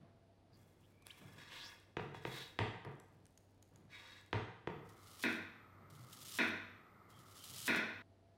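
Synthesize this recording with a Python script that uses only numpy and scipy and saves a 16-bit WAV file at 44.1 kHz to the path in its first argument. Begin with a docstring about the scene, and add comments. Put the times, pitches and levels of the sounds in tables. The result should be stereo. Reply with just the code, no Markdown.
"""In a bare, ringing kitchen, a long knife works on a plastic board on a wooden table. Random tiny slips,
filtered by the blade, scrape through meat; damped bursts make wet ticks and board knocks. Then three strokes
crunch through an onion as ever louder grains, each ending in a loud clack of ringing modes. An appliance hums
throughout as wavering sines; at the end the scene changes to the quiet kitchen."""
import sys
import numpy as np
from scipy import signal
from scipy.fft import rfft, irfft, next_fast_len
from scipy.io import wavfile
from scipy.ndimage import uniform_filter1d

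SR = 44100
rng = np.random.default_rng(int(sys.argv[2]) if len(sys.argv) > 2 else 0)


def file_out(sig):
    """Save sig as 16-bit WAV at sys.argv[1]."""
    # one column per channel
    cols = np.atleast_2d(sig).T
    # limit, then scale
    lim = np.clip(cols, -1, 1)
    pcm = np.round(lim * 32767).astype(np.int16)
    wavfile.write(sys.argv[1], SR, pcm)


N = 369116
TIME = np.arange(N) / SR  # s

# Room decay: pitch_hz, t60_s [time to fall 60 dB]
ROOM_T60 = [(100, 1), (250, 0.55), (600, 0.72), (1500, 0.74), (3000, 0.69), (6000, 0.64), (14000, 0.53)]
# Near walls: delay_s, relative_gain
ECHOES = [(.0032, 0.61), (.0062, 0.77), (0.014, 0.58), (0.0228, .45), (.034, 0.28)]
# Left-right likeness of sound from all sides: pitch_hz, likeness [1 = identical]
LIKENESS = [(100, 1), (300, 1), (650, 0.89), (1600, 0.72), (3600, 0.22), (8000, 0.024)]

# Still air, spectrum shape: pitch_hz, relative_db
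AIR = [(15, -34.5), (25, -17.5), (44, -12), (76, -9.5), (100, -7.5), (141, -11.5), (330, -11.5), (500, -16),
       (800, -18.5), (1100, -27.5), (2700, -32.5), (4450, -33), (6850, -42), (11000, -42.5), (15800, -62)]
AIR_DB = -70.5
# Appliance hum: pitch_hz, level_db [rms before the waver]
HUM = [(97, -72), (167, -85.5)]
# Faint whine before and after the cutting: pitch_hz, width_hz [of each of two passes], level_db [rms]
WHINE = (675, 25, -77.5)
WHINE_UNTIL_S = 0.52

# Hands shift food on the board: start_s, length_s [until release], level_db [before the stroke eases off]
HANDLING = [(0, 0.043, -62), (0.49, 0.77, -69), (1.196, .17, -59.5), (3.1, 0.1, -68.5),
            (3.711, 0.19, -65.5), (5.788, 0.41, -64.5), (6.2, .6, -71.5), (7.092, 0.061, -64.5),
            (7.48, 0.25, -64)]
# Dull rumble in the table, spectrum shape: pitch_hz, relative_db
RUMBLE = [(60, -35.5), (95, -4.5), (125, 6), (170, -0.5), (280, -7.5), (500, -14.5), (1200, -19),
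          (4000, -34.5), (12000, -70.5)]
PRESS_RISE_S, PRESS_RELEASE_DB_PER_S = 0.017, 66.5
# A stroke eases off as it goes, then the blade stops
SAG_DB_PER_S, RELEASE_DB_PER_S = 11.5, 150.5

# Blade squeaks on fat and onion skin:
# start_s, length_s, from_hz, to_hz, width_hz [of each of two passes], level_db [before fades and room]
SQUEAKS = [(0.508, 0.079, 4600, 4640, 600, -74), (0.812, 0.073, 2600, 3630, 700, -77),
           (0.859, 0.54, 2320, 2320, 149, -72.5), (1.095, 0.025, 1940, 4800, 224, -53),
           (1.46, 0.27, 2640, 4270, 1510, -55), (1.598, 0.12, 4270, 5970, 1000, -56.5),
           (2.288, 0.25, 3800, 3600, 1310, -55), (3.893, 0.12, 2190, 2230, 400, -59),
           (7.082, 0.16, 3170, 3280, 250, -72.5), (7.342, 0.16, 3080, 3220, 350, -65.5)]

# Slicing strokes through meat: start_s, length_s [until release], rise_s,
# scrape_db, fizz_db [relative, trimmed in the mix], blade_ring_db [relative to the scrape]
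SLICES = [(0.517, 0.4, 0.064, -78.5, -77, -25), (1.047, .31, .015, -65, -71.5, -34),
          (1.361, 0.16, 0.023, -57.5, -79, -6), (1.503, .21, 0.026, -55, -68, -17),
          (1.99, 0.065, 0.013, -73, -80, -11), (2.136, 0.017, 0.016, -56.5, -75.5, -12),
          (2.213, 0.19, 0.14, -48.5, -60, -5.5), (3.883, .30, .05, -55.5, -77.5, -2.5)]
# Scrape, spectrum shape: pitch_hz, relative_db
SCRAPE = [(290, -5.5), (650, -4.5), (1000, -3.5), (1550, -1), (2300, -0.5), (2900, -3.5), (3750, -5.5),
          (5000, -13), (6700, -17), (11000, -32), (15000, -36)]
# Blade resonances: pitch_hz, width_hz, relative_db
BLADE = [(1500, 23, 3.5), (1953, 61, 11), (2284, 58, 5), (3785, 68, 13), (4370, 96, 0), (4830, 79, -8),
         (5930, 77, -8.5)]
# Wet flesh, spectrum shape: pitch_hz, relative_db
FIZZ = [(2000, -18.5), (6000, 1.5), (10500, 0.5), (15500, -2)]

# Wet meat ticks as it parts from the steel: start_s, peak_db [before trim and room], pitch_hz, ring_s [decay constant]
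TICKS = [(1.022, -56.5, 1090, 0.0028), (1.0686, -31, 9900, 0.00013), (1.489, -50.5, 6900, .0005),
         (1.8, -55, 8400, 0.00037), (2.8492, -50, 5000, 0.00046), (3, -47, 7750, .0005),
         (3.2555, -47.5, 4300, 0.0004), (3.2666, -49.5, 9200, 0.00038), (3.3755, -49.5, 6670, 0.0014),
         (3.626, -50, 6730, 0.0014), (3.7592, -50.5, 6800, 0.0011), (4.212, -54, 8000, 0.00051),
         (4.262, -52, 6900, 0.00061)]
# Spit in each tick, spectrum shape: pitch_hz, relative_db
SPIT = [(1000, -6.5), (3000, 2.5), (7000, 0.5), (12000, 0.5), (13500, -15), (16000, -32)]

# Knife knocks on the board: start_s, crack_db, dull_above_hz, hollow_db [modes below 550 Hz, relative],
# long_ring_db [relative to the crack, before the shared ring gain], room_db [relative to the crack]
KNOCKS = [(1.9682, -11, 3450, 4, -17, 0), (1.9958, -17.5, 1900, -2, -14, -5),
          (2.1455, -22, 1390, -3, -7, -4.5), (2.2512, -12.5, 3600, 3, -23, -2),
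          (2.5892, -8.5, 4740, -2.5, -1.5, 2.5), (2.8485, -24.5, 1750, 1.5, -2, 7.5),
          (4.3292, -9, 3720, -1.5, -1.5, 1), (4.6728, -10.5, 2370, 5, -27, -1.5),
          (4.701, -25.5, 2950, 5, -16, 0.5)]
# Board cracks under the edge, quickly damped: pitch_hz, relative_db [before short modes are raised], t60_s
KNOCK_MODES = [(70, -13, 0.038), (154.8, -3.5, 0.065), (341, -2, 0.057), (452.6, -0.5, 0.066),
               (754, -4, 0.033), (923, -2.5, 0.042), (1230, -4.5, 0.011), (1572, -4, 0.014),
               (1962, -2, 0.0089), (2485, -4.5, .01), (3310, -3.5, 0.003), (5070, -14.5, 0.002)]
# Board and table ring together: pitch_hz, relative_db, t60_s
TABLE_MODES = [(63.5, -46, 0.39), (101.1, -26, 0.25), (115.1, -34.5, 0.5), (135.3, -45, 0.15),
               (191, -58, 0.31), (246.5, -38.5, 0.3), (312, -41, 0.18), (412, -42, 0.34), (441, -37, 0.33),
               (632, -39.5, 0.26), (956, -53.5, .25)]
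# Table thumps softly as it gives under the hand: start_s, pitch_hz, level_db [before swell and decay], t60_s
THUMPS = [(1.972, 143.5, -46.5, 0.86), (2.255, 129.3, -44.5, 0.51), (2.859, 139, -41.5, 0.32),
          (4.678, 151, -52, 0.63), (5.902, 152.7, -52.5, 0.4), (5.992, 124, -45.5, 0.27),
          (7.15, 125.5, -61, .4)]

STICKY_FROM_S, STICKY_TO_S, STICKY_DB = 2.85, 4.4, -86  # wet pieces are pulled apart; rms dB before gating

# Steady, humming rush while the onion is cut, spectrum shape: pitch_hz, relative_db
RUSH = [(50, -22.5), (80, -9), (97, 20), (120, 0.5), (200, 3), (600, -6), (1000, -2.5), (1290, 7.5),
        (1600, -11), (2100, -2.5), (2700, -26), (5000, -28), (12000, -30), (14000, -17), (15000, -41)]
RUSH_DB, ONION_FROM_S, ONION_TO_S = -64, 4.672, 8.022

# Cuts through the onion: skin_gives_s, board_reached_s, skin_db, board_db [both relative, trimmed in the mix]
CUTS = [(4.844, 5.253, -82, -56.5), (5.912, 6.381, -74.5, -51.5), (7.076, 7.672, -80.5, -47.5)]
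# Bursting and tearing onion, spectrum shape: pitch_hz, relative_db
CRUNCH = [(290, -36), (500, -26.5), (687, -29.5), (760, -23), (1260, -14), (1500, -11), (2420, -7),
          (3040, 0.5), (3950, 0), (8990, -3.5), (10700, -4.5), (15800, -9.5)]
BITE_S = 0.015  # the edge enters the skin
PEEL_DB, PEEL_S, PEEL_FADE_DB_PER_S = -65, 0.1, 212  # the slice peels off the blade; dB before the mix trim
# Whole onion layers snap: start_s, level_db [before the shared snap gain, rise and fade]
SNAPS = [(4.8894, -51.5), (5.0704, -50), (5.1038, -57), (5.2235, -32), (5.899, -51.5), (5.9484, -49.5),
         (6.126, -39.5), (6.2861, -42), (6.321, -39), (6.376, -35.5), (7.1004, -52.5), (7.1876, -52),
         (7.3662, -51), (7.4375, -41), (7.5433, -45), (7.6684, -28), (7.7584, -37)]
SNAP_DB, SNAP_RISE_S, SNAP_FADE_S = -9.5, 0.003, 0.013

# Blade breaks through the onion and lands on the board: start_s, crack_db, dull_above_hz, hollow_db
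# [modes below 550 Hz, relative], long_ring_db [relative, before the shared ring gain], room_db [relative]
CHOPS = [(5.2372, -10.5, 6500, 0, 0.5, 8.4), (6.3868, -11, 6660, -1.2, 0, 12.05),
         (7.6785, -12, 7000, -0.94, 0.5, 12.5), (7.747, -12, 6500, -0.24, -27, 8.2),
         (7.771, -16.5, 1800, -1, -18, 2)]
# Blade and board clack together: pitch_hz, relative_db [before short modes are raised], t60_s
CHOP_MODES = [(243, -3, 0.025), (470, -8, 0.029), (632, -10.5, .04), (1031, -7.5, 0.015),
              (1465, -0.5, 0.028), (1720, 1, 0.0091), (1965, 0.5, 0.021), (2136, -3.5, 0.023),
              (2364, -1, 0.025), (2559, -2.5, 0.021), (3500, -5.5, 0.0099), (3794, -9.5, 0.075),
              (4120, -11.5, 0.018), (5570, -15.5, 0.0052), (6200, -21.5, 0.0116)]
# Board booms on under the long edge: pitch_hz, relative_db, t60_s
BOARD_MODES = [(100.5, -57.5, 0.64), (183, -57.5, 0.86), (216.6, -53, 0.79), (236.5, -38, 0.48),
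               (273, -37.5, 0.31), (325.5, -39.5, 0.56), (381, -44, 0.44), (625, -57.5, 0.27),
               (1387, -49, 0.54), (1480, -57, 0.18), (1562, -42, 0.52), (1870, -45.5, 0.14),
               (2040, -55.5, 0.46), (2550, -58.5, 0.68)]

EDGE_HZ = 15900  # upper limit of the sound


def amp(db):
    """Turns decibels into gain."""
    return 10 ** (np.asarray(db) / 20)


def unit(x):
    """Scales to rms 1."""
    return x / np.sqrt(np.mean(x ** 2) + 1e-20)


def band_unit(x, band_hz):
    """Scales so that one band of the left-right average has rms 1."""
    sos = signal.butter(4, band_hz, "band", fs=SR, output="sos")
    return x / signal.sosfilt(sos, x.mean(0)).std()


def read(points, hz):
    """Reads a table on a log-frequency axis."""
    f, value = np.transpose(points)
    return np.interp(np.log(hz + 1), np.log(f + 1), value)


def add(mix, start_s, sound):
    """Mixes a sound in at its start time."""
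    part = mix[..., max(round(start_s * SR), 0):][..., :sound.shape[-1]]
    part += sound[..., :part.shape[-1]]


def colour(x, points):
    """Filters by a spectrum in dB."""
    size = next_fast_len(x.shape[-1])
    gain = amp(read(points, np.fft.rfftfreq(size, 1 / SR)))
    return irfft(rfft(x, size) * gain, size)[..., :x.shape[-1]]


def peak(x, hz, width_hz):
    """A fixed resonance of gain 1."""
    return signal.lfilter(*signal.iirpeak(hz, hz / width_hz, fs=SR), x)


def resonate(x, hz, width_hz):
    """A resonance of gain 1 that glides: shift the pitch curve to zero, smooth, shift back."""
    turn = np.exp(2j * np.pi * np.cumsum(hz) / SR)
    r = np.exp(-np.pi * width_hz / SR)
    smooth = signal.lfilter([1 - r], [1, -r], x / turn + 1e-18)
    return 2 * (turn * smooth).real


def ripple(x, depth_db, count=190):
    """The many close modes of a thin blade cut fixed peaks and valleys into whatever passes through it."""
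    hz = np.linspace(0, EDGE_HZ, count)
    return colour(x, np.transpose([hz, depth_db * rng.standard_normal(count)]))


def diffuse(size):
    """White noise from all sides at two close microphones: alike in the bass, unrelated in the treble."""
    full = next_fast_len(size)
    mid, side = rfft(rng.standard_normal((2, full)))
    same = np.clip(read(LIKENESS, np.linspace(0, SR / 2, len(mid))), -1, 1)
    mid = mid * np.sqrt((1 + same) / 2)
    side = side * np.sqrt((1 - same) / 2)
    return irfft([mid + side, mid - side], full)[:, :size]


def grains(per_s, spread_db, clump_db, scatter):
    """Tiny clicks of uneven size that come in clumps, each from a slightly different side."""
    size = amp(spread_db * np.minimum(rng.exponential(1, N), 4)) * rng.choice([-1, 1], N)
    clumps = amp(clump_db * unit(uniform_filter1d(rng.standard_normal(N), size=180)))
    clicks = size * clumps * (rng.random(N) < per_s / SR)
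    side = scatter * rng.standard_normal(N)
    return unit(clicks * np.array([1 + side, 1 - side]))


def stroke(start_s, length_s, rise_s, release_db_per_s):
    """Gain of one movement of the hand: it builds, eases off slowly and is released."""
    t = np.maximum(TIME - start_s, 0)
    fall_db = SAG_DB_PER_S * t + release_db_per_s * np.maximum(t - length_s, 0)
    return np.minimum(t / rise_s, 1) * amp(-fall_db)


def catching(depth_db, per_s):
    """Gain of an edge that catches and slips at random."""
    knots = np.arange(0, TIME[-1], 1 / per_s)
    return unit(amp(depth_db * np.interp(TIME, knots, rng.standard_normal(len(knots)))))


def kitchen(build_s=0.0059):
    """The room's answer to a click: a few near walls, then a dense tail that decays at its own rate per pitch."""
    hz, t, z = signal.stft(diffuse(SR), SR, nperseg=256)
    fall = np.exp(-np.log(1000) * t / read(ROOM_T60, hz)[:, None])
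    tail = signal.istft(z * fall, SR, nperseg=256)[1][:, :SR]
    tail = tail * (1 - np.exp(-TIME[:SR] / build_s))
    tail /= np.linalg.norm(tail[0])
    for delay_s, gain in ECHOES:
        add(tail, delay_s, 0.14 * gain * np.ones(1))
    return tail


def in_room(x, room, wet_db):
    """Direct sound plus the room, scaled to keep about the same power."""
    wet = signal.oaconvolve(x, room, axes=1)[:, :N]
    return (x + amp(wet_db) * wet) / np.hypot(1, amp(wet_db))


def background(waver=0.15):
    """Still air as shaped noise, and an appliance's hum as sines that waver slightly in level and phase."""
    knots = np.linspace(0, TIME[-1], num=60)
    hum = 0
    for hz, level_db in HUM:
        drift, swell = (np.interp(TIME, knots, rng.standard_normal(len(knots))) for _ in range(2))
        tone = np.sqrt(2) * np.sin(2 * np.pi * hz * TIME + 0.33 * drift)
        hum = hum + amp(level_db) * (1 + waver * swell) * tone
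    return hum + amp(AIR_DB) * unit(colour(diffuse(N), AIR))


def whine():
    """A narrow, unsteady tone in the air of the kitchen: noise through two equal resonances."""
    hz, width_hz, level_db = WHINE
    heard = uniform_filter1d(1. * ((TIME < WHINE_UNTIL_S) | (TIME > ONION_TO_S)), size=400)
    tone = unit(peak(peak(diffuse(N), hz, width_hz), hz, width_hz))
    return amp(level_db) * tone * heard


def handling():
    """Hands and food press and roll on the board: a dull rumble in the table."""
    pressure = 0
    for start_s, length_s, level_db in HANDLING:
        pressure = pressure + amp(level_db) * stroke(start_s, length_s, PRESS_RISE_S, PRESS_RELEASE_DB_PER_S)
    return unit(colour(diffuse(N), RUMBLE)) * pressure


def squeaks(room):
    """Steel sticks and slips on the food: a rough whistle that glides with the stroke."""
    out = np.zeros((2, N))
    for start_s, length_s, from_hz, to_hz, width_hz, level_db in SQUEAKS:
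        size = int(length_s * SR)
        glide = np.geomspace(from_hz, to_hz, size)
        whistle = resonate(rng.standard_normal(size), glide, width_hz)
        whistle = unit(resonate(whistle, glide, width_hz))
        add(out, start_s, amp(level_db) * whistle * np.hanning(size))
    return in_room(out, room, wet_db=-9.5)


def slicing(room):
    """The edge drags through meat and over the board: fine slips ring the blade, the wet flesh fizzes."""
    slips = grains(per_s=9000, spread_db=1.5, clump_db=1.4, scatter=0.27)
    steel = unit(sum(amp(db) * peak(slips, hz, width_hz) for hz, width_hz, db in BLADE))
    drag = unit(ripple(colour(slips, SCRAPE), depth_db=5.5))
    wet = grains(per_s=4000, spread_db=1.8, clump_db=2.5, scatter=0.66)
    fizz = unit(ripple(colour(wet, FIZZ), depth_db=-0.5))
    out = np.zeros((2, N))
    for start_s, length_s, rise_s, scrape_db, fizz_db, ring_db in SLICES:
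        scrape = band_unit(drag + amp(ring_db) * steel, (1500, 6000))
        layers = amp(scrape_db - 2.5) * scrape + amp(fizz_db + 0.5) * fizz
        out += layers * stroke(start_s, length_s, rise_s, RELEASE_DB_PER_S)
    return in_room(out * catching(depth_db=2.0, per_s=45), room, wet_db=-5)


def ticks(room, spit_db=1):
    """A wet film lets go: a few quickly damped cycles and a little spit."""
    out = np.zeros((2, N))
    t = np.arange(1024) / SR
    for start_s, peak_db, hz, ring_s in TICKS:
        spit = unit(colour(rng.standard_normal((2, len(t))), SPIT))
        tick = np.sin(2 * np.pi * hz * t) + amp(spit_db) * spit
        tick = tick * np.sqrt(t) * np.exp(-t / ring_s)
        add(out, start_s, amp(peak_db + 0.5) * tick / abs(tick).max())
    return in_room(out, room, wet_db=-8.0)


def ring_of(modes, gains):
    """Damped modes struck at once; neighbours swing in opposite senses."""
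    t = TIME[:SR]
    out = np.zeros(SR)
    for k, ((hz, db, t60), gain) in enumerate(zip(modes, gains)):
        decay = np.exp(-np.log(1000) * t / t60)
        out += (-1) ** k * gain * amp(db) * decay * np.sin(2 * np.pi * hz * t)
    return out


def crack_of(modes, dull_hz, hollow_db, grit_db, thin_hz, grit_s=0.0051, grit_hz=6000):
    """The first sound of a blow, of energy 1: short modes and contact grit, dulled by a soft contact."""
    hz, _, t60 = np.transpose(modes)
    body = unit(ring_of(modes, amp(hollow_db * (hz < 550)) / np.sqrt(t60)))
    grit = rng.standard_normal((2, SR)) * np.exp(-TIME[:SR] / grit_s)
    grit = unit(signal.lfilter(*signal.butter(1, grit_hz, fs=SR), grit))
    band = signal.butter(2, [thin_hz, min(dull_hz, SR / 3)], "band", fs=SR, output="sos")
    crack = signal.sosfilt(band, (body + amp(grit_db) * grit)[:, :8192])
    return crack / np.linalg.norm(crack[0])


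def blows(rows, short_modes, long_modes, room, ring_db, swell_s, grit_db, thin_hz):
    """Each blow is a crack that fills the room, and a slower swell of the long modes below the blade."""
    out = np.zeros((2, N))
    ring = ring_of(long_modes, np.ones(len(long_modes))) * (1 - np.exp(-TIME[:SR] / swell_s))
    for start_s, crack_db, dull_hz, hollow_db, long_db, wet_db in rows:
        crack = amp(crack_db) * crack_of(short_modes, dull_hz, hollow_db, grit_db, thin_hz)
        add(out, start_s, crack)
        add(out, start_s, amp(wet_db) * signal.fftconvolve(crack[:1], room, axes=1))
        add(out, start_s, amp(crack_db + long_db + ring_db) * ring)
    return out


def thumps(swell_s=0.019):
    """One low mode of the table swells and dies; its pitch depends on where the hand bears down."""
    out = np.zeros(N)
    for start_s, hz, level_db, t60 in THUMPS:
        add(out, start_s, ring_of([(hz, level_db, t60)], [1]) * (1 - np.exp(-TIME[:SR] / swell_s)))
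    return out


def stickiness(room):
    """Wet pieces of meat part under the fingers with a faint, sparse crackle."""
    pops = unit(colour(grains(per_s=120, spread_db=1.5, clump_db=2.0, scatter=0.43), FIZZ))
    heard = (TIME > STICKY_FROM_S) * (TIME < STICKY_TO_S)
    return in_room(amp(STICKY_DB) * pops * heard, room, wet_db=-4)


def rush():
    """A steady, humming rush: noise from all sides with strong low and middle peaks."""
    return amp(RUSH_DB) * unit(colour(diffuse(N), RUSH))


def cut(skin_s, board_s, skin_db, board_db):
    """Gain of one cut: it swells evenly in dB as the edge sinks, then turns to peeling at the board."""
    depth = np.clip((TIME - skin_s) / (board_s - skin_s), 0, 1)
    bite = np.clip((TIME - skin_s) / BITE_S, 0, 1)
    sinking = bite * amp(skin_db + (board_db - skin_db) * depth)
    peeling = amp(PEEL_DB - PEEL_FADE_DB_PER_S * np.maximum(TIME - board_s - PEEL_S, 0))
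    return np.where(TIME < board_s, sinking, peeling)


def crunch(room):
    """Cells burst ever louder as the edge sinks; now and then a whole layer gives way."""
    bursts = grains(per_s=3200, spread_db=0.5, clump_db=2.45, scatter=0.5)
    cells = band_unit(colour(bursts, CRUNCH), (7500, 15000))
    cells *= catching(depth_db=1.5, per_s=61) * sum(cut(*row) for row in CUTS)
    t = TIME[:SR]
    snap = np.minimum(t / SNAP_RISE_S, 1) * np.exp(-t / SNAP_FADE_S)
    layers = np.zeros(N)
    for start_s, level_db in SNAPS:
        add(layers, start_s, amp(level_db + SNAP_DB) * snap)
    tear = unit(colour(grains(per_s=4800, spread_db=3.0, clump_db=-1.5, scatter=0.4), CRUNCH))
    return in_room(amp(-3.5) * cells + tear * layers, room, wet_db=-12)


def scene():
    """Meat first, then the onion with its steady rush; at the end the scene changes to the quiet kitchen, where
    the faint whine returns."""
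    room = kitchen()
    meat = squeaks(room) + slicing(room) + ticks(room) + stickiness(room)
    meat += blows(KNOCKS, KNOCK_MODES, TABLE_MODES, room, ring_db=9, swell_s=0.031, grit_db=-11, thin_hz=45)
    onion = rush() + ripple(crunch(room), depth_db=1.0)
    onion += blows(CHOPS, CHOP_MODES, BOARD_MODES, room, ring_db=11.5, swell_s=0.019, grit_db=-22.5, thin_hz=202)
    present = uniform_filter1d(1. * (TIME > ONION_FROM_S) * (TIME < ONION_TO_S), size=100)
    return background() + whine() + handling() + meat + thumps() + onion * present


def record(dry):
    """A steep low-pass removes the highest treble."""
    taps = signal.firwin(511, EDGE_HZ, window=("kaiser", 9), fs=SR)
    return signal.oaconvolve(dry, taps[None], "same")


dry = scene()
out = record(dry)
file_out(out)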